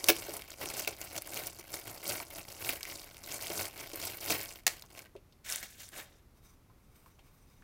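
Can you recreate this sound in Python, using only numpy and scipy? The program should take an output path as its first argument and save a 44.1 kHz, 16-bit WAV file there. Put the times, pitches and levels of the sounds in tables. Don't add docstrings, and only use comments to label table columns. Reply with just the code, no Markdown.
import sys
import numpy as np
from scipy import signal
from scipy.fft import rfft, irfft
from scipy.io import wavfile
from scipy.ndimage import uniform_filter1d

SR = 44100
rng = np.random.default_rng(int(sys.argv[2]) if len(sys.argv) > 2 else 0)


def pcm_store(signal):
    levels = np.round(np.clip(np.atleast_2d(signal), -1, 1) * 32767)
    wavfile.write(sys.argv[1], SR, levels.astype(np.int16).T)


N = 336831

# frequency in Hz, relative density in dB per Hz.
FILM_SPECTRUM = [(650, -34.5), (1100, -1.5), (1190, -9.5), (1520, -5), (1680, -7), (1990, -4.5), (2230, -1),
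                 (3080, -4.5), (3530, -7.5), (4560, -2.5), (9660, -3), (13400, -2), (15100, 0),
                 (16000, -11)]
CUTOFF_HZ, TREBLE_HZ = 16000, 6000
SWELL_DB, ATTACK_DB_PER_S, RELEASE_DB_PER_S = 12, 2499, 398.5
FREE_S = 4.57


def from_db(db):
    return 10 ** (np.asarray(db) / 20)


def rms_one(x):
    return x / np.sqrt(np.mean(x ** 2) + 1e-20)


def add(out, s, sound):
    i = max(round(s * SR), 0)
    out[i:i + len(sound)] += sound[:N - i]


def drift(knots_per_s):
    knots = rng.standard_normal(N // 20)
    return rms_one(np.interp(np.arange(N) / SR * knots_per_s, np.arange(len(knots)), knots))


def colour(x, spectrum, size=4096):
    hz, db = np.transpose(spectrum)
    grid_hz = np.maximum(np.arange(size // 2 + 1) * SR / size, 1)
    octaves_outside = np.maximum(np.log2(hz[0] / grid_hz), 0) + np.maximum(np.log2(grid_hz / hz[-1]), 0)
    gain_db = np.interp(np.log(grid_hz), np.log(hz), db) - 20 * np.minimum(octaves_outside, 2)
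    cepstrum = irfft(np.log(from_db(gain_db)))[:size // 2]
    cepstrum[1:] *= 2
    response = irfft(np.exp(rfft(cepstrum, size)))
    return signal.oaconvolve(x, response / np.linalg.norm(response))[:len(x)]


def resonate(x, hz, width_hz):
    radius = np.exp(-np.pi * width_hz / SR)
    angle = 2 * np.pi * min(hz, CUTOFF_HZ) / SR
    feedforward = np.array([1, 0, -1]) * (1 - radius ** 2) / 2
    return signal.lfilter(feedforward, [1, -2 * radius * np.cos(angle), radius ** 2], x + 1e-18)


def burst(decay_s, size=4096):
    return rng.standard_normal(size) * np.exp(-np.arange(size) / (SR * decay_s))


def even(x, window_s=0.046):
    size = max(int(window_s * SR), 2)
    power = uniform_filter1d(uniform_filter1d(x ** 2, size), size // 2)
    return x / np.sqrt(np.maximum(power, 0) + 1e-3 * np.mean(x ** 2))


def brighten(x, share_db):
    low_pass = signal.butter(3, TREBLE_HZ, "low", fs=SR, output="sos")
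    high_pass = signal.butter(3, TREBLE_HZ, "high", fs=SR, output="sos")
    low = even(signal.sosfilt(low_pass, x))
    high = even(signal.sosfilt(high_pass, x))
    share = np.clip(from_db(share_db) ** 2, .1, .92)
    return np.sqrt(1 - share) * low + np.sqrt(share) * high


def stroke(start_s, swell_s, ease_s):
    t = np.arange(N) / SR - start_s
    end_s = swell_s + ease_s
    db = np.interp(t, [0, swell_s, end_s], [-SWELL_DB, 0, -SWELL_DB])
    db += ATTACK_DB_PER_S * np.minimum(t, 0) - RELEASE_DB_PER_S * np.maximum(t - end_s, 0)
    power, heard = np.zeros(N), db > -80
    power[heard] = from_db(db[heard]) ** 2
    return power


def handling(rows, resting=(1e-14, 1e-14, 1e-14)):
    crisp, dull, treble = resting
    for start_s, swell_s, ease_s, crisp_db, dull_db, treble_db in rows:
        power = stroke(start_s, swell_s, ease_s)
        crisp = crisp + power * from_db(crisp_db) ** 2
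        dull = dull + power * from_db(dull_db) ** 2
        treble = treble + power * from_db(crisp_db + treble_db) ** 2
    return np.sqrt(crisp), np.sqrt(dull), 10 * np.log10(treble / crisp)


def facet(hz, sharpness, ring_db, crack_s, shiver_db, shiver_s):
    crack = burst(crack_s) + from_db(shiver_db) * burst(shiver_s)
    ring = resonate(crack, hz, hz / sharpness)
    sound = rms_one(crack) + from_db(ring_db) * rms_one(ring)
    return sound / np.linalg.norm(sound)


def swarm(per_s, spread_db, clump_db, clump_rate):
    born = rng.random(N) < per_s * from_db(clump_db * drift(clump_rate)) / SR
    sizes = from_db(spread_db * np.minimum(rng.exponential(1, N), 4.5))
    return born * sizes * rng.choice([-1, 1], N)


def crackle(clicks, sharpness, ring_db, crack_s, count=44):
    dealt = np.round(count * (.3 * drift(45) + 0.14 * rng.standard_normal(N))) % count
    pitches_hz = np.linspace(np.sqrt(1500), np.sqrt(15000), count) ** 2
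    out = np.zeros(N)
    for k, hz in enumerate(pitches_hz):
        sound = facet(hz, sharpness, ring_db, crack_s, shiver_db=-21.5, shiver_s=0.0028)
        out += signal.oaconvolve(clicks * (dealt == k), sound)[:N]
    return out


def held():
    settle_db_per_s = 220.5
    crackle_db, flutter_db, treble_db = -56.5, -62.5, -4
    fade_db = -settle_db_per_s * np.clip(np.arange(N) / SR - FREE_S, 0, .5)
    return [from_db(db + fade_db) ** 2 for db in (crackle_db, flutter_db, crackle_db + treble_db)]


def pulls():
    # start in seconds, swell in seconds, ease in seconds, relative crackle level in dB,
    # flutter level of the whole sheet in dB, treble share of the crackle in dB.
    pull_rows = [(0.0, 0.0049, 0.012, -40.5, -48, -6.5), (0.026, 0.063, 0.072, -38.0, -46.0, -2.5),
                 (0.122, 0.064, 0.12, -42.5, -50, -3.0), (0.201, 0.15, 0.065, -42.5, -47.0, -2.0),
                 (0.477, 0.046, 0.026, -48.0, -57.0, -5), (0.591, 0.017, 0.15, -40.0, -42.5, -3.5),
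                 (0.69, 0.106, 0.064, -37.5, -45.5, -2.5), (0.873, 0.0047, 0.061, -40.5, -45.0, -5),
                 (0.983, 0.035, 0.1, -44, -51, -2), (1.112, 0.07, 0.01, -39.5, -44.0, -3),
                 (1.247, 0.14, 0.089, -40.5, -46, -2.5), (1.412, 0.059, 0.045, -42.5, -52.5, -1.5),
                 (1.576, 0.023, 0.011, -45, -52.0, -4), (1.695, 0.051, 0.07, -40.5, -47.5, -2.0),
                 (1.839, 0.033, 0.17, -45.0, -49.0, -2), (2.03, 0.068, 0.13, -35.0, -42.5, -2.0),
                 (2.284, 0.1, 0.046, -43.5, -49.5, -2.5), (2.462, 0.025, 0.19, -50, -55.0, -2),
                 (2.591, 0.11, 0.074, -35.5, -44.0, -2), (2.837, 0.062, 0.17, -43, -52.5, -3.5),
                 (3.233, 0.12, 0.044, -39.0, -48.0, -3.0), (3.395, 0.029, 0.16, -40.0, -49.5, -3.0),
                 (3.498, 0.012, 0.014, -40.5, -40, -2.5), (3.494, 0.11, 0.078, -35.0, -41.5, -2.0),
                 (3.732, 0.073, 0.14, -45, -51.0, -4), (3.924, 0.13, 0.13, -38.5, -47.0, -2.5),
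                 (4.206, 0.12, 0.091, -33.5, -42.5, -2.0), (4.29, 0.016, 0.055, -34.5, -37.5, -9),
                 (4.395, 0.0071, 0.18, -43.5, -54, -3.0), (4.67, 0.017, 0.17, -50, -57.5, -3.5),
                 (4.89, 0.094, 0.078, -51, -56, -4)]
    return handling(pull_rows, held())


def bag(crisp, flutter, treble_db):
    # frequency in Hz, relative density in dB per Hz.
    sheet_spectrum = [(53, -32), (90, -1.5), (124, -4), (180, -9), (247, -5.5), (318, -0.5), (444, -2.5),
                      (510, -3), (740, -2), (1180, -11.5), (1450, -9.5), (1820, -35), (3080, -120)]
    effort = np.clip(crisp / from_db(-44), .01, 4) ** .7
    clicks = swarm(1900 * effort, spread_db=3.5, clump_db=4.0, clump_rate=200)
    buckling = even(crackle(clicks, sharpness=6, ring_db=0, crack_s=.0003))
    sliding = from_db(-11) * rng.standard_normal(N)
    creases = brighten(colour(buckling + sliding, FILM_SPECTRUM), treble_db)
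    shaking = even(clicks) + from_db(-6) * rng.standard_normal(N)
    sheet = even(colour(shaking, sheet_spectrum))
    return from_db(-1.32) * crisp * creases + flutter * sheet


def snaps(rows, lag_s=0.0009, strength_db=8.5):
    out = np.zeros(N)
    for s, db, hz in rows:
        snap = facet(hz, sharpness=3.5, ring_db=-1, crack_s=.0006, shiver_db=-16, shiver_s=.003)
        snap = colour(snap, FILM_SPECTRUM)
        add(out, s + lag_s, from_db(db + strength_db) * snap / np.linalg.norm(snap))
    return out


def loudest_snaps():
    # time in seconds (before the lag), relative level in dB, ring in Hz.
    snap_rows = [(0.0414, -14, 5410), (0.164, -25, 3100), (0.3663, -24, 10800), (0.4199, -29, 3200),
                 (0.5038, -30, 7100), (0.6566, -22, 2280), (0.6873, -24.5, 5330), (0.7006, -23.5, 2490),
                 (0.7948, -20, 13300), (0.847, -24.5, 2790), (1.014, -24, 6800), (1.163, -24.5, 2420),
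                 (1.1774, -24, 5950), (1.22, -24.5, 10300), (1.272, -28.5, 10400), (1.3424, -24, 13300),
                 (1.3686, -23, 2120), (1.4356, -29, 2490), (1.469, -20.5, 11700), (1.7408, -24, 2000),
                 (2.0777, -21, 13100), (2.0939, -22, 4440), (2.2, -24.5, 2330), (2.6466, -23, 2600),
                 (2.8075, -28.5, 1940), (2.83, -21, 4730), (2.8517, -28, 2140), (3.1672, -34, 2890),
                 (3.3214, -23.5, 7400), (3.4103, -28, 4100), (3.4685, -23, 3370), (3.5016, -26, 3080),
                 (3.6536, -24, 3000), (3.9574, -22.5, 14700), (4.0517, -21, 13200), (4.1707, -28, 13000),
                 (4.2092, -28.5, 13400), (4.4383, -28.5, 1590), (4.795, -37, 4440), (4.8219, -31.5, 4010),
                 (4.9904, -29, 2340), (5.4999, -22, 7360), (5.5227, -17.5, 8550), (5.5583, -18.5, 6310),
                 (5.628, -26, 2070), (5.8885, -34.5, 8440)]
    return snaps(snap_rows)


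def stray_snaps(crisp):
    per_s, above_db, spread_db = 12, 14, 4
    when, size, pitch = rng.random((int(per_s * FREE_S), 3)).T
    s = when * FREE_S
    around_db = 20 * np.log10(crisp[(s * SR).astype(int)])
    db = around_db + above_db + spread_db * (2 * size - 1)
    return snaps(zip(s, db, 2000 * 7 ** pitch))


def slaps(rows, spectrum, tail_db, tail_s):
    out = np.zeros(N)
    for s, db, decay_s in rows:
        add(out, s, from_db(db) * (burst(decay_s) + from_db(tail_db) * burst(tail_s)))
    return colour(out, spectrum)


def jerks():
    # time in seconds, relative level in dB, decay time constant in seconds.
    jerk_rows = [(.0862, -8.5, 0.0016), (.0887, -12, 0.003), (.0924, -14, 0.0047), (.0986, -13, 0.0014),
                 (.1022, -7.5, 0.00062), (.8751, -23.5, 0.0042), (2.6918, -17.5, 0.00077),
                 (4.2998, -21, 0.00098), (4.3042, -16.5, 0.0015), (4.3225, -24, 0.0035)]
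    # frequency in Hz, relative density in dB per Hz.
    taut_spectrum = [(120, -42), (200, -13), (289, -5), (519, -8), (1210, -11), (1650, -6.5), (1840, -12.5),
                     (2560, -0.5), (2960, -7), (3490, -7), (4200, -12), (5520, -8), (7540, -16.5),
                     (14600, -9), (16000, -4)]
    return slaps(jerk_rows, taut_spectrum, tail_db=-19, tail_s=0.012)


def cracks():
    # time in seconds, relative level in dB, decay time constant in seconds.
    crack_rows = [(4.6665, -15.5, 0.0039), (4.6697, -31.5, 0.0034), (4.6777, -16, 0.0012)]
    # frequency in Hz, relative density in dB per Hz.
    loose_spectrum = [(94, -31.5), (160, -16), (571, -11.5), (628, -16.5), (719, -6.5), (1020, -12),
                      (1100, -11.5), (1310, -9), (1440, -14.5), (1880, -3), (3560, -8.5), (5230, -6),
                      (14500, -14), (16000, -13.5)]
    return slaps(crack_rows, loose_spectrum, tail_db=-24.5, tail_s=0.034)


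def knocks(size=8192):
    # time in seconds, relative peak level in dB.
    knock_rows = [(0.038, -38), (0.093, -22), (0.1, -24.5), (0.285, -37), (0.873, -31.5), (1.366, -43),
                  (2.112, -39), (2.644, -45), (2.694, -44), (3.5, -37.5), (3.934, -41.5), (4.302, -38),
                  (4.399, -45), (5.627, -49), (5.985, -53)]
    # mode frequency in Hz, mean level in dB, t60 in seconds.
    mode_rows = [(255, -13, 0.037), (338, -1.5, 0.11), (432.7, 0, 0.09), (545, -5.5, 0.064),
                 (608, -5.5, 0.08), (750, -6, 0.08)]
    out, t = np.zeros(N), np.arange(size) / SR
    hz, mode_db, t60_s = np.transpose(mode_rows)[:, :, None]
    for s, db in knock_rows:
        strength = from_db(mode_db + rng.normal(0, 1.5, hz.shape)) * rng.choice([-1, 1], hz.shape)
        modes = strength * np.sin(2 * np.pi * hz * t) * from_db(-60 * t / t60_s)
        ring = np.sum(modes, axis=0)
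        add(out, s, from_db(db + 2.5) * ring / np.abs(ring).max())
    return out


def taps(size=4096, ring_cycles=3.3, tick_db=-9):
    # time in seconds, relative level in dB, ring in Hz.
    tap_rows = [(2.203, -32, 896), (2.809, -40, 2000), (2.853, -35.5, 2050), (4.838, -48, 990),
                (5.057, -44, 1910), (5.153, -36, 400), (5.164, -43.5, 2670), (5.324, -52.5, 3690),
                (6.698, -52, 947), (7.061, -47, 1043), (7.187, -49, 766), (7.192, -51, 2760),
                (7.622, -50, 1500)]
    out, t = np.zeros(N), np.arange(size) / SR
    for s, db, hz in tap_rows:
        tick = resonate(burst(0.0015), 2 * hz, width_hz=3 * hz)
        ring = np.sin(2 * np.pi * hz * t) * np.exp(-t * hz / ring_cycles)
        puff = resonate(resonate(burst(.01), hz, width_hz=.8 * hz), hz, width_hz=.8 * hz)
        puff = puff / np.abs(puff).max()
        tap = from_db(-4.5) * ring + from_db(tick_db) * tick + from_db(-6) * puff
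        add(out, s, from_db(db) * tap)
    return out


def drag():
    # start in seconds, swell in seconds, ease in seconds, relative scratch level in dB,
    # rub level in dB, treble share of the scratch in dB.
    drag_rows = [(5.449, 0.066, 0.1, -36.5, -55.5, -2.5), (5.623, 0.011, 0.035, -42.0, -55.5, -2.5),
                 (5.648, 0.056, 0.156, -54.5, -82, -2), (5.781, 0.025, 0.086, -46.5, -64.5, -1.5),
                 (5.92, 0.069, 0.047, -42.5, -51.0, -3.5), (5.986, 0.006, 0.2, -59.5, -64, -6)]
    # frequency in Hz, relative density in dB per Hz.
    paper_spectrum = [(410, -36.5), (700, -5), (958, -11), (1710, 0.5), (3030, -3.5), (3690, -1),
                      (4320, -4), (6400, -2.5), (15200, -9), (16000, -10)]
    bench_spectrum = [(71, -34.5), (120, -4), (140, -2), (399, 1.5), (578, 2.5), (957, -0.5), (1400, -3.5),
                      (1820, -31), (3080, -120)]
    scratch, rub, treble_db = handling(drag_rows)
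    clicks = swarm(7000, spread_db=2.6, clump_db=2, clump_rate=120)
    catching = crackle(clicks, sharpness=4.9, ring_db=-2.5, crack_s=0.00025, count=24)
    grain = brighten(colour(catching, paper_spectrum), treble_db)
    return from_db(-1) * scratch * grain + rub * colour(rng.standard_normal(N), bench_spectrum)


def faint_hiss():
    # start in seconds, swell in seconds, ease in seconds, relative level in dB.
    swell_rows = [(6.349, 0.028, .03, -68), (6.423, 0.027, 0.098, -62.5), (6.76, .09, .06, -73),
                  (6.9, .06, .14, -66.5), (7.033, .035, 0.1, -66.5), (7.17, .1, .13, -68),
                  (7.3, 0.064, .1, -70), (7.39, .12, 0.18, -68.5)]
    # frequency in Hz, width in Hz, mean gain in dB.
    resonance_rows = [(1120, 230, 0), (1423, 91, -4), (2250, 350, -5), (3753, 110, -4), (5030, 300, -7),
                      (5950, 350, -2.5), (8450, 460, -6.5), (13000, 3000, -15)]
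    waver_db = 4.5
    grains = even(swarm(6500, spread_db=2.5, clump_db=5, clump_rate=52))
    ring, power = np.zeros(N), np.zeros(N)
    for hz, width_hz, db in resonance_rows:
        ring += from_db(db + waver_db * drift(14)) * resonate(grains, hz, width_hz)
    for start_s, swell_s, ease_s, db in swell_rows:
        power += from_db(db) ** 2 * stroke(start_s, swell_s, ease_s)
    return np.sqrt(power) * rms_one(grains + rms_one(ring))


def room(x, early_db, early_s, late_db, late_t60_s, wall_hz, size=22050):
    t = np.arange(size) / SR
    early = rng.standard_normal(size) * np.exp(-t / early_s) * (t > .0012)
    late = rng.standard_normal(size) * from_db(-60 * t / late_t60_s) * (t > .008)
    late = signal.sosfilt(signal.butter(1, min(wall_hz, CUTOFF_HZ), fs=SR, output="sos"), late)
    response = from_db(early_db) * early / np.linalg.norm(early)
    response += from_db(late_db) * late / np.linalg.norm(late)
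    return x + signal.oaconvolve(x, response)[:N]


def room_tone():
    # frequency in Hz, relative density in dB per Hz.
    tone_spectrum = [(12, -31), (20, -2), (74, -2), (410, -17.5), (558, -21.5), (1260, -25.5),
                     (1660, -30.5), (2140, -29), (2990, -34), (5850, -35.5), (7950, -38.5), (13900, -35),
                     (16000, -44.5)]
    return from_db(-61.5) * rms_one(colour(rng.standard_normal(N), tone_spectrum))


def scene():
    crisp, flutter, treble_db = pulls()
    film = bag(crisp, flutter, treble_db) + loudest_snaps() + stray_snaps(crisp) + jerks() + cracks()
    near = film + knocks() + taps() + drag() + faint_hiss()
    heard = room(near, early_db=-12, early_s=.005, late_db=-20, late_t60_s=.24, wall_hz=7000)
    return (heard + room_tone())[None]


def record(dry):
    return signal.sosfilt(signal.ellip(12, .2, 70, CUTOFF_HZ, fs=SR, output="sos"), dry)


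dry = scene()
out = record(dry)
pcm_store(out)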